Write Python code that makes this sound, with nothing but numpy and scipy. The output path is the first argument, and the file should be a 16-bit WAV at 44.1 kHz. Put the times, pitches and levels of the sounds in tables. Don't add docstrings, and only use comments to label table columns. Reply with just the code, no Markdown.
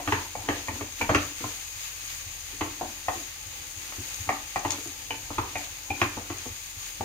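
import sys
import numpy as np
from scipy import signal
from scipy.fft import rfft, irfft, next_fast_len
from scipy.io import wavfile
from scipy.ndimage import uniform_filter1d, map_coordinates

SR = 44100
rng = np.random.default_rng(int(sys.argv[2]) if len(sys.argv) > 2 else 0)


def wrap_up_sound(samples):
    columns = np.atleast_2d(samples).T
    tamed = np.clip(columns, -1, 1)
    steps = np.round(tamed * 32767).astype(np.int16)
    wavfile.write(sys.argv[1], SR, steps)


def field_ratio(decibels):
    return 10 ** (np.asarray(decibels, dtype=float) / 20)


N = 310720


def unit(x):
    return x / np.sqrt(np.mean(x ** 2) + 1e-20)


def along(points, hz):
    f, v = np.transpose(points)
    return np.interp(np.log(hz + 1), np.log(f + 1), v)


def wobble(rate):
    knots = rng.standard_normal(int(N * rate / SR) + 4)
    return map_coordinates(knots, [np.arange(N) * rate / SR])


def bell(s, length):
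    return np.exp(-(2 * (np.arange(N) / SR - s) / length) ** 2)


def filtered(x, response):
    m = next_fast_len(N + SR // 2)
    return irfft(rfft(x, m) * response(np.fft.rfftfreq(m, 1 / SR)), m)[..., :N]


def grains(per_second, spread_db):
    size = field_ratio(spread_db * np.minimum(rng.exponential(size=N), 3))
    sign = rng.choice([-1, 1], size=N)
    return unit(size * sign * (rng.random(N) < per_second / SR))


# (frequency [Hz], likeness [-1 to 1])
PORT_LIKENESS = [(25, 1), (60, 1), (130, 0.96), (290, 0.89), (640, 0.41), (1410, -0.089), (3100, -0.16),
                 (6820, -0.021), (15000, -0.011)]


def rush(spectrum, grain, per_second, spread_db):
    clicks = grains(per_second, spread_db)
    echoes = rng.standard_normal((2, 400)) * field_ratio(-60 * np.arange(400) / SR / 0.049)
    spray = unit(signal.fftconvolve(clicks[None], echoes, axes=1)[:, :N])
    pair = np.sqrt(1 - grain) * rng.standard_normal((2, N)) + np.sqrt(grain) * spray

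    def mid_and_side(hz):
        angle = np.arccos(np.clip(along(PORT_LIKENESS, hz), -1, 1)) / 2
        return field_ratio(along(spectrum, hz)) * [np.cos(angle), np.sin(angle)]

    mid, side = filtered(pair, mid_and_side)
    return unit(np.array([mid + side, mid - side]))


def ring(modes, t, scatter_db, attack, rough=0):
    hz, db, t60 = np.transpose(modes)[..., None]
    strength, detune = np.clip(rng.standard_normal((2, len(modes), 1)), -1.5, 1.5)
    blur = rough * np.cumsum(rng.standard_normal((len(modes), len(t))), axis=1) / np.sqrt(SR)
    phase = 2 * np.pi * hz * (1 + 0.0055 * detune) * t + blur
    tones = field_ratio(db + scatter_db * strength - 60 * t / t60) * np.sin(phase)
    return (tones[::2].sum(0) - tones[1::2].sum(0)) * (1 - np.exp(-t / attack))


def struck(modes, levels):
    return [(hz, db, t60) for (hz, t60), db in zip(modes, levels)]


def joined(modes, own):
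    return [m for m in modes if abs(m[0] / own[0] - 1) > .12] + [own]


# (frequency [Hz], level [dB])
FLOOR_SLAP = [(100, 3), (190, -29), (320, -4), (560, -1.5), (900, -1), (1500, -5), (2600, -3.5),
              (3400, -23), (4200, -14), (5500, -27.5), (6500, -12.5), (9000, -58), (16000, -80)]


def slap(t, t60, tilt_db, spectrum=FLOOR_SLAP):
    hz = np.fft.rfftfreq(len(t), 1 / SR)
    colour = field_ratio(along(spectrum, hz) + tilt_db * np.clip(np.log2((hz + 1) / 1100), 0, 1))
    noise = unit(irfft(rfft(rng.standard_normal(len(t))) * colour, len(t)))
    return noise * field_ratio(-60 * t / t60) * (1 - np.exp(-t / 0.00037))


# (frequency [Hz], t60 [s])
ROOM_DECAY = [(100, 0.28), (400, 0.41), (800, 0.3), (1500, 0.36), (5000, 0.16), (12000, 0.074)]


def room(x):
    hz, t, z = signal.stft(rng.standard_normal((2, SR // 3)), SR, nperseg=256)
    tail = signal.istft(z * field_ratio(-60 * t / along(ROOM_DECAY, hz)[:, None]), SR, nperseg=256)[1]
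    t = np.arange(tail.shape[1]) / SR
    early = 1 + 0.63 / (1 + np.exp((t - .018) / 0.0046))
    tail = tail * (1 - np.exp(-t / 0.0047)) * early
    bass = signal.filtfilt(*signal.butter(2, 520, fs=SR), tail)
    z = rfft(tail - 0.94 * (bass - bass[0]))
    z /= np.sqrt(np.abs(uniform_filter1d(np.abs(z) ** 2, size=15, axis=1)) + 1e-12)
    tail = irfft(z, len(t)) * np.clip((t[-1] - t) / .12 - .5, 0, 1)
    return signal.fftconvolve(x[None], tail / np.linalg.norm(tail[0]), axes=1)


def add(out, s, direct, wet_db, pan_db=0, deep=0):
    start = direct * field_ratio(-60 * np.arange(len(direct)) / SR / .045)
    energy = np.linalg.norm(direct)
    wet = field_ratio(wet_db) * room(start * energy / np.linalg.norm(start))
    wet[:, :len(direct)] += direct
    wet *= energy * np.sqrt(1 + field_ratio(2 * wet_db)) / np.linalg.norm(wet, axis=1, keepdims=True)
    wet[:, :len(direct)] += deep
    k = max(round(s * SR), 0)
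    out[:, k:k + wet.shape[1]] += wet * field_ratio([[pan_db / 2], [-pan_db / 2]])


# (frequency [Hz], level [dB per Hz])
KITCHEN_AIR = [(15, -24), (25, -10), (54, -7.5), (98, -7.5), (134, -9), (184, -25.5), (301, -16),
               (345, -17.5), (395, -26), (494, -15), (667, -26.5), (848, -11.5), (900, -13), (1170, -52),
               (1980, -120)]
# (frequency [Hz], level [dB rms])
HUM = [(40, -56), (80.5, -60.5)]


def kitchen():
    t = np.arange(N) / SR
    sway_db, air_db = 1.5 * wobble(2.5), 2 * wobble(5)
    hum = np.zeros(N)
    for hz, db in HUM:
        hum += field_ratio(db + 4.0 + sway_db) * np.sin(2 * np.pi * hz * t + 0.89 * wobble(2.93))
    air = field_ratio(-55.5 + air_db) * rush(KITCHEN_AIR, grain=0, per_second=100, spread_db=1.5)
    return hum * field_ratio([[.4], [-.4]]) + air


# (frequency [Hz], level [dB per Hz])
FIZZ = [(2240, -63), (3800, -40), (4180, -24), (4520, -6.5), (5100, -10), (5650, -16), (6570, 1.5),
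        (6890, -1.5), (7680, -14), (9140, -8), (11300, -18.5), (12600, -8), (14800, -11.5), (15300, -6.5),
        (16000, -29)]
# (frequency [Hz], level [dB per Hz])
CRACKLE = [(350, -30), (600, -12), (995, -7.5), (1090, -6), (1180, -3), (1300, -6), (2290, 1.5), (2740, 1),
           (5000, -4.5), (6500, -7), (11000, -120)]
# (time [s], length [s], swell [dB])
TURNS = [(0.132, 0.21, 2), (0.544, 0.11, 2.5), (0.774, 0.1, 1.5), (1.01, 0.072, 4), (1.223, 0.21, 3),
         (1.497, 0.26, 4.5), (1.83, 0.2, 4), (2.11, 0.19, 4), (2.6, 0.86, 0.94), (3.175, 0.13, 3),
         (3.564, 0.11, 1), (3.83, 0.068, 1.5), (4.1, 0.47, 3.5), (4.578, 0.15, 1), (4.793, 0.26, 2.5),
         (5.12, 0.29, 0.5), (5.61, 0.16, 2), (6.027, 0.089, 2.5), (6.6, 0.23, 1.5), (6.88, 0.17, 2.5)]


def sizzle():
    fizz_db, crackle_db = -44, -45
    splash_db, splash_s = -37.5, 0.16
    swell_db = sum(db * bell(s, length) for s, length, db in TURNS)
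    splash = sum(field_ratio(db + splash_db) * bell(s + splash_s / 2, splash_s) for s, db, *_ in KNOCKS + TAPS)
    surge = wobble(19)
    fizz = rush(FIZZ, grain=0.25, per_second=1200, spread_db=-2.0)
    fizz = field_ratio(fizz_db + swell_db + 0.23 * surge + 0.52 * wobble(40)) * fizz
    crackle = rush(CRACKLE, grain=0.17, per_second=600, spread_db=-0.5)
    crackle = field_ratio(0.5 * surge + 0.76 * wobble(25)) * crackle
    return fizz + (field_ratio(crackle_db + swell_db) + splash) * crackle


# (time [s], peak level [dB], low part [dB])
SPITS = [(0.4214, -26, -21), (0.6747, -32, -5.5), (1.382, -27, -15), (2.467, -34, -8), (3.7733, -26, -27),
         (4.143, -23, -19), (4.592, -25, -23), (4.68, -29, -7), (4.7048, -15.5, -16), (4.7075, -13.5, -11),
         (4.7195, -14, -27), (4.8745, -23, -21), (0.1096, -27, -20), (0.9228, -27.5, -12),
         (5.3303, -28, -20), (5.582, -23, -13), (6.384, -27.5, -20), (6.4767, -30, -16), (6.862, -29, -10)]


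def spits():
    high, low = np.zeros((2, N + SR)), np.zeros((2, N + SR))
    t = np.arange(SR // 20) / SR
    for s, db, low_db in SPITS:
        puff = rng.standard_normal((2, len(t))) * field_ratio(-60 * t / 0.01) * (1 - np.exp(-t / 0.00054))
        add(high, s, field_ratio(db + 11.0) * puff[0], wet_db=-5)
        add(low, s, field_ratio(db + low_db + 16.0) * puff[1], wet_db=0)
    bright = filtered(high[:, :N], lambda hz: field_ratio(along(FIZZ, hz)) / (1 + (hz / 9500) ** 8))
    return bright + filtered(low[:, :N], lambda hz: field_ratio(along(CRACKLE, hz)))


# (time [s], length [s], level [dB])
DRAGS = [(0.156, 0.26, -45), (0.517, 0.19, -45.5), (0.77, 0.2, -48.5), (1.01, 0.019, -43),
         (1.133, 0.017, -37), (1.297, 0.11, -49), (3.072, .03, -54), (4.279, 0.022, -46),
         (6.005, 0.019, -52), (2.848, 0.33, -52), (3.905, 0.36, -56), (4.75, 0.1, -45), (5.495, 0.52, -54),
         (6.04, 0.32, -48), (6.347, 0.24, -55.5), (7.03, 0.13, -57)]
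# (frequency [Hz], level [dB], t60 [s])
PAN = [(240, -13.5, 0.28), (291, -3, 0.31), (353, -8, 0.2), (418.4, -16, 0.21)]
# (frequency [Hz], level [dB], t60 [s])
WOOD = [(576, -13.5, 0.086), (748, -13.5, 0.047), (812, -4.5, 0.035), (998, -3, 0.027), (1380, -5, 0.023)]


def scrape():
    t = np.arange(SR // 4) / SR
    body = .6 * ring(PAN, t, scatter_db=0, attack=.001, rough=8)
    body += 1.5 * ring(WOOD, t, scatter_db=0, attack=.0004, rough=15)
    slips = grains(per_second=980, spread_db=11.5)
    drag = unit(signal.fftconvolve(slips, body)[:N])
    strokes = sum(field_ratio(db + 0.5) * bell(s, length) for s, length, db in DRAGS)
    return strokes * unit(drag + 0.062 * room(drag)[:, :N])


# (time [s], frequency [Hz], level [dB])
CLEAR_TONES = [
    (0.685, 2350, -43),
    (1.014, 900, -32),
    (5.109, 883, -39),
    (5.108, 2410, -44),
    (5.108, 2950, -46),
    (5.557, 892, -35),
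    (5.557, 2410, -33),
    (5.906, 2380, -44),
    (5.905, 830, -40),
]


def clear_tones():
    out, t = np.zeros((2, N + SR)), np.arange(SR // 4) / SR
    for s, hz, db in CLEAR_TONES:
        add(out, s, ring([(hz, db, .2)], t, scatter_db=0, attack=.004, rough=3), wet_db=-12)
    return out[:, :N]


# (time [s], peak level [dB], hardness [dB], pan floor [dB])
EXTRA_CONTACTS = [(0.084, -33, -8, -8), (0.131, -28.5, -6, 3.5), (0.494, -28.5, -4, 3.5), (1.021, -30, 5, -14),
                  (1.0983, -18, -8, 1), (1.1572, -30, -8, 5.5), (1.182, -36, -8, 0), (2.617, -30, -7, -2),
                  (3.093, -30, -14, -17), (4.298, -32, -6, -11), (4.565, -29, -10, -18), (4.657, -37, -4, 2),
                  (5.392, -36, -8, -2), (6.027, -27, -6, 1), (2.812, -34.5, -20, 3), (5.3829, -27, -6, -10),
                  (6.1675, -31.5, -25, -7), (7.006, -32, -18, -2), (1.1472, -22.5, 1, -20)]
FLOOR_ROUGH, BODY_ROUGH = 5, 11


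def extra_contacts():
    out, t = np.zeros((2, N + SR)), np.arange(SR // 4) / SR
    for s, db, hard_db, floor_db in EXTRA_CONTACTS:
        low = field_ratio(floor_db - 5) * ring(PAN, t, scatter_db=2, attack=0.0075, rough=FLOOR_ROUGH)
        add(out, s, field_ratio(db) * (low + slap(t, t60=0.045, tilt_db=hard_db)), wet_db=0.5)
    return out[:, :N]


# (time [s], peak level [dB], pan floor [dB], hollow tone [Hz])
PUSHES = [(0.363, -41, 2, 272.6), (0.39, -36, -22, 194), (0.683, -35, 6, 250), (0.731, -35, 1, 295),
          (1.017, -32, 2.5, 240), (1.478, -47, 6, 290), (1.755, -43, -32, 288), (2.02, -47, -2, 296),
          (2.258, -39, -14, 176), (2.527, -45, 5, 343), (3.081, -37, -18, 346), (3.157, -43, 11, 337),
          (3.457, -42.5, -22, 336), (3.516, -50, -44, 324), (3.581, -57, 7, 345), (3.762, -40.5, -4, 288),
          (3.901, -52, 5, 316), (3.981, -31, -3.5, 347), (4.198, -32, -12, 178), (4.273, -34.5, -11, 291),
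          (4.555, -39, -21, 353), (5.108, -58, -30, 300), (5.202, -53, -15, 211), (5.557, -38, -18, 288),
          (5.702, -51, -15, 286), (5.901, -30, 2.5, 291), (6.5, -39, -26, 253), (6.599, -58, -29, 241.5),
          (6.762, -38.5, -20, 231), (7, -32, -1, 244)]
# (frequency [Hz], level [dB], t60 [s])
ROCK = [(84.6, 12, 0.11), (109, 4.5, 0.16)]


def pushes():
    out, t = np.zeros((2, N + SR)), np.arange(SR // 4) / SR
    for s, db, floor_db, hz in PUSHES:
        modes = joined(PAN, (hz, 3, .12))
        low = field_ratio(db + floor_db - 6.5) * ring(modes, t, scatter_db=0, attack=0.0041, rough=FLOOR_ROUGH)
        rocking = field_ratio(db - 6.5) * ring(ROCK, t, scatter_db=0, attack=0.0082)
        add(out, s, low, wet_db=-2.0, deep=rocking)
    return out[:, :N]


# (time [s], peak level [dB], depth [dB], low tone [Hz])
TAPS = [(0.001, -37.5, 0, 606), (0.352, -28, -29, 480), (0.683, -24.5, -12, 550), (1.012, -19, -15, 530),
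        (2.811, -27, -3, 474), (3.0831, -21.5, -19, 650), (3.922, -35.5, -28, 600), (4.29, -20, -8.5, 544),
        (4.5586, -23, -24, 636), (5.106, -27, -9.5, 515), (5.555, -24.5, -13, 534),
        (5.903, -28.5, -18, 560), (7.0075, -24.5, -11, 486)]
# (frequency [Hz], t60 [s])
WALL = [(735, .045), (840, .04), (890, .045), (1075, .035), (1255, .03)]
WALL_MIX = [(8, -13, -1, -15, -18), (-4, 1, -17, -10, -24), (-12, -0.5, -0.5, -6, -19),
            (-9, -14, -4, -25, -12), (2.5, -11, -7, -14, -23), (1, 5, -0.5, -2.0, -4.5),
            (-6, -8, -4, -11, -3), (2, -2, -15, -7, -1), (3, -1.5, -16, -6, -4.5),
            (-5.5, -8, -1.5, -13, -11), (0, -7, -5, -30, -24), (2.5, 6, -14, -13, -19),
            (-10, -0.5, -5.5, -16, -21)]
# (frequency [Hz], t60 [s])
UPPER = [(1865, .025), (2230, .03), (2365, .07), (2475, .04), (2965, .03)]
UPPER_MIX = [(-1, -18, -14, -12, -20), (-16, -15, -20, -20, -17), (-4, -7, -16, -6, -15),
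             (-7, -16, -3.5, -25, -11), (-19, -27, -26, -25, -28), (-0.5, -20, -26, -24, -32),
             (-4, -15, -17, -12, -20), (-2.5, -3.5, -13, -10, -30), (1.5, -19, -18, -23, -28),
             (-9, -15, -6, -3, 2.5), (-3, -1, -13, -9, -10), (-24, -25, -2.5, 3, -20),
             (-27, -28, -29, -27, -27)]
# (frequency [Hz], level [dB])
WALL_SLAP = [(100, -30), (220, -24), (330, -10.5), (560, 0.5), (900, -2.5), (1550, -1), (2600, -1.5),
             (3200, -13), (6500, -18), (16000, -80)]


def taps():
    out, t = np.zeros((2, N + SR)), np.arange(SR // 4) / SR
    for (s, db, depth_db, low_hz), wall, tones in zip(TAPS, WALL_MIX, UPPER_MIX):
        tone = field_ratio(4.0) * ring(struck(WALL, wall), t, scatter_db=0, attack=0.00061, rough=BODY_ROUGH)
        low = field_ratio(depth_db + 2.5) * ring(PAN, t, scatter_db=0, attack=0.014, rough=FLOOR_ROUGH)
        upper = field_ratio(5.5) * ring(struck(UPPER, tones), t, scatter_db=0, attack=0.0012, rough=10)
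        side = ring([(low_hz, 0.6 * depth_db, .07)], t, scatter_db=2, attack=0.00053, rough=BODY_ROUGH)
        contact = 0.6 * slap(t, t60=0.045, tilt_db=max(tones) + 1, spectrum=WALL_SLAP)
        add(out, s, field_ratio(db - 2.0) * (tone + low + upper + side + contact), wet_db=-1.5, pan_db=1.0)
    return out[:, :N]


# (time [s], peak level [dB], hardness [dB])
KNOCKS = [(0.075, -19.5, -12), (0.122, -17.5, -7), (0.4866, -17, -11), (0.809, -28, -14),
          (1.092, -16.5, -14.5), (1.147, -15, -4), (1.403, -41.5, -13), (1.4392, -25, -20),
          (2.609, -24, -8), (4.649, -21, -13), (4.778, -42, -23), (4.856, -43.5, -11), (5.304, -29, -29),
          (5.382, -21.5, -10.5), (6.015, -15, -7), (6.168, -28, -36), (6.3, -27.5, -13),
          (6.457, -34.5, -34)]
# (frequency [Hz], t60 [s])
FLOOR = [(243, 0.11), (295, 0.2), (342, 0.095), (415, 0.12), (490, 0.084)]
FLOOR_MIX = [(-20, -5.5, -12, -12.0, -17), (-20, -16, -9, -6.5, -22), (-14, -7.5, -3, -10, -9),
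             (-26, -0.5, -19, -6, -19), (-17, -20, -16, -13, -2.5), (-33, -5.5, -5, -9, -18),
             (4, 4, 2.0, -12, 2), (-9, -6, -25, -23, -31), (-11, -2, 1.5, -5.5, -11),
             (-24, -4.5, -3, -11, -15), (-7, 0, -6, -1.0, 2), (-12, 6.5, 7.5, -2, -11.0),
             (-4.5, -8, -13, -24, -16), (-14, -9, -1, -16, -18.0), (-14, -9, -4, -18, -25),
             (-4, -9, -6, -21, -6), (-18, -5, -1.5, -13, -24), (1.5, -12, -3, -28, -1.5)]
# (frequency [Hz], t60 [s])
BLADE = [(678, .04), (880, .045), (1065, .035), (1136, .035), (1257, .03)]
BLADE_MIX = [(-8, -7, -8.0, -7, 1.5), (-13, 5, 0, 2, -2), (-20, -4, -11, -3, -4), (-7, -20, -2, -10, -9),
             (-5, -16, -8, -3, -4), (-9, -4, -5, 1, 1.5), (-7.0, 2, -3.0, 1, -6), (-1.5, -4.5, 2, -2, -14),
             (-5, 5.5, -6, 4, -7.5), (-3, 2, -9, -7, -2), (-1, -1, -13.0, -9, -5), (-1, -1, -4, -15, -8),
             (-21, -1, -20, -18, -6), (-11, 2.5, 2, -11, 3.5), (-13, -12, 2.5, -7, -8),
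             (-2, 2, -17, -18, -19.0), (-9, 0, 1, -4.0, -5), (-23, -3, -19, -26, -24.0)]
# (frequency [Hz], level [dB], t60 [s])
STOVE = [(90.4, 2, 0.43), (113.8, 3, 0.23)]
# (frequency [Hz], level [dB], t60 [s])
RIM = [(1470, -1, 0.025), (1686, 0, 0.032), (1880, 3.5, 0.047), (2050, -1, 0.042), (2186, 0, 0.022),
       (2386, -1, 0.026), (2500, -15, 0.025), (2647, 10, 0.01), (2740, -10, 0.015), (3010, 0, 0.022),
       (3260, -3.5, 0.023)]
# (frequency [Hz], level [dB])
CRACK = [(2000, -40), (3300, 5), (4200, -2), (5200, -1), (6500, -8), (7800, -20), (9500, -30), (16000, -60)]


def knocks():
    out, t = np.zeros((2, N + SR)), np.arange(SR // 4) / SR
    pressed = 0.4 + (1 - 0.4) / (1 + np.exp((t - 0.065) / 0.0054))
    for (s, db, hard_db), floor, blade in zip(KNOCKS, FLOOR_MIX, BLADE_MIX):
        tone = field_ratio(2.5) * ring(struck(BLADE, blade), t, scatter_db=0, attack=0.00077, rough=BODY_ROUGH)
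        between = field_ratio(-3) * ring(WOOD, t, scatter_db=0, attack=0.00031, rough=10.2)
        thud = field_ratio(-22.5 + 0.69 * db) * ring(STOVE, t, scatter_db=2, attack=0.0017)
        crack = field_ratio(3.5 + 1.94 * hard_db) * slap(t, t60=0.018, tilt_db=0, spectrum=CRACK)
        low = field_ratio(4.0) * ring(struck(FLOOR, floor), t, scatter_db=0.5, attack=0.0044, rough=FLOOR_ROUGH)
        clack = field_ratio(hard_db + 4.5) * ring(RIM, t, scatter_db=1.5, attack=.0007, rough=26)
        contact = 0.84 * slap(t, t60=0.077, tilt_db=hard_db + 6)
        knock = tone + between + low * pressed + clack + crack + contact
        add(out, s, field_ratio(db - 5) * knock, wet_db=-2.5, pan_db=0.9, deep=thud)
    return out[:, :N]


# (frequency [Hz], lead of the left port [radians])
LEFT_LEAD = [(120, 0), (400, 0.2), (550, 1.1), (800, -0.5), (1100, 0.6), (1450, 2.0), (1700, 2.4),
             (2100, 1.4)]


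def scene():
    rest = kitchen() + sizzle() + scrape()
    near = spits() + clear_tones() + extra_contacts() + pushes() + taps() + knocks()
    return rest + filtered(near, lambda hz: np.exp(1j * np.outer([.5, -.5], along(LEFT_LEAD, hz))))


def roll_off(x):
    return signal.sosfilt(signal.butter(12, 17010, fs=SR, output="sos"), x)


# (frequency [Hz], left over right [dB])
PORT_COLOUR = [(60, -3.5), (92, 1.5), (140, 2), (210, 4.5), (330, 0), (500, -3.5), (770, 4), (1170, -5),
               (1790, 0), (2740, 0.5), (4190, -5), (6410, 13.5), (9810, 4.5), (15000, 0.5)]


def record(dry):
    def microphone(hz):
        colour = field_ratio(np.outer([.5, -.5], along(PORT_COLOUR, hz)))
        return colour * (hz < 15800) / np.sqrt(1 + (36 / (hz + 1)) ** 8)

    ports = filtered(dry, microphone)
    return roll_off(ports)


dry = scene()
out = record(dry)
wrap_up_sound(out)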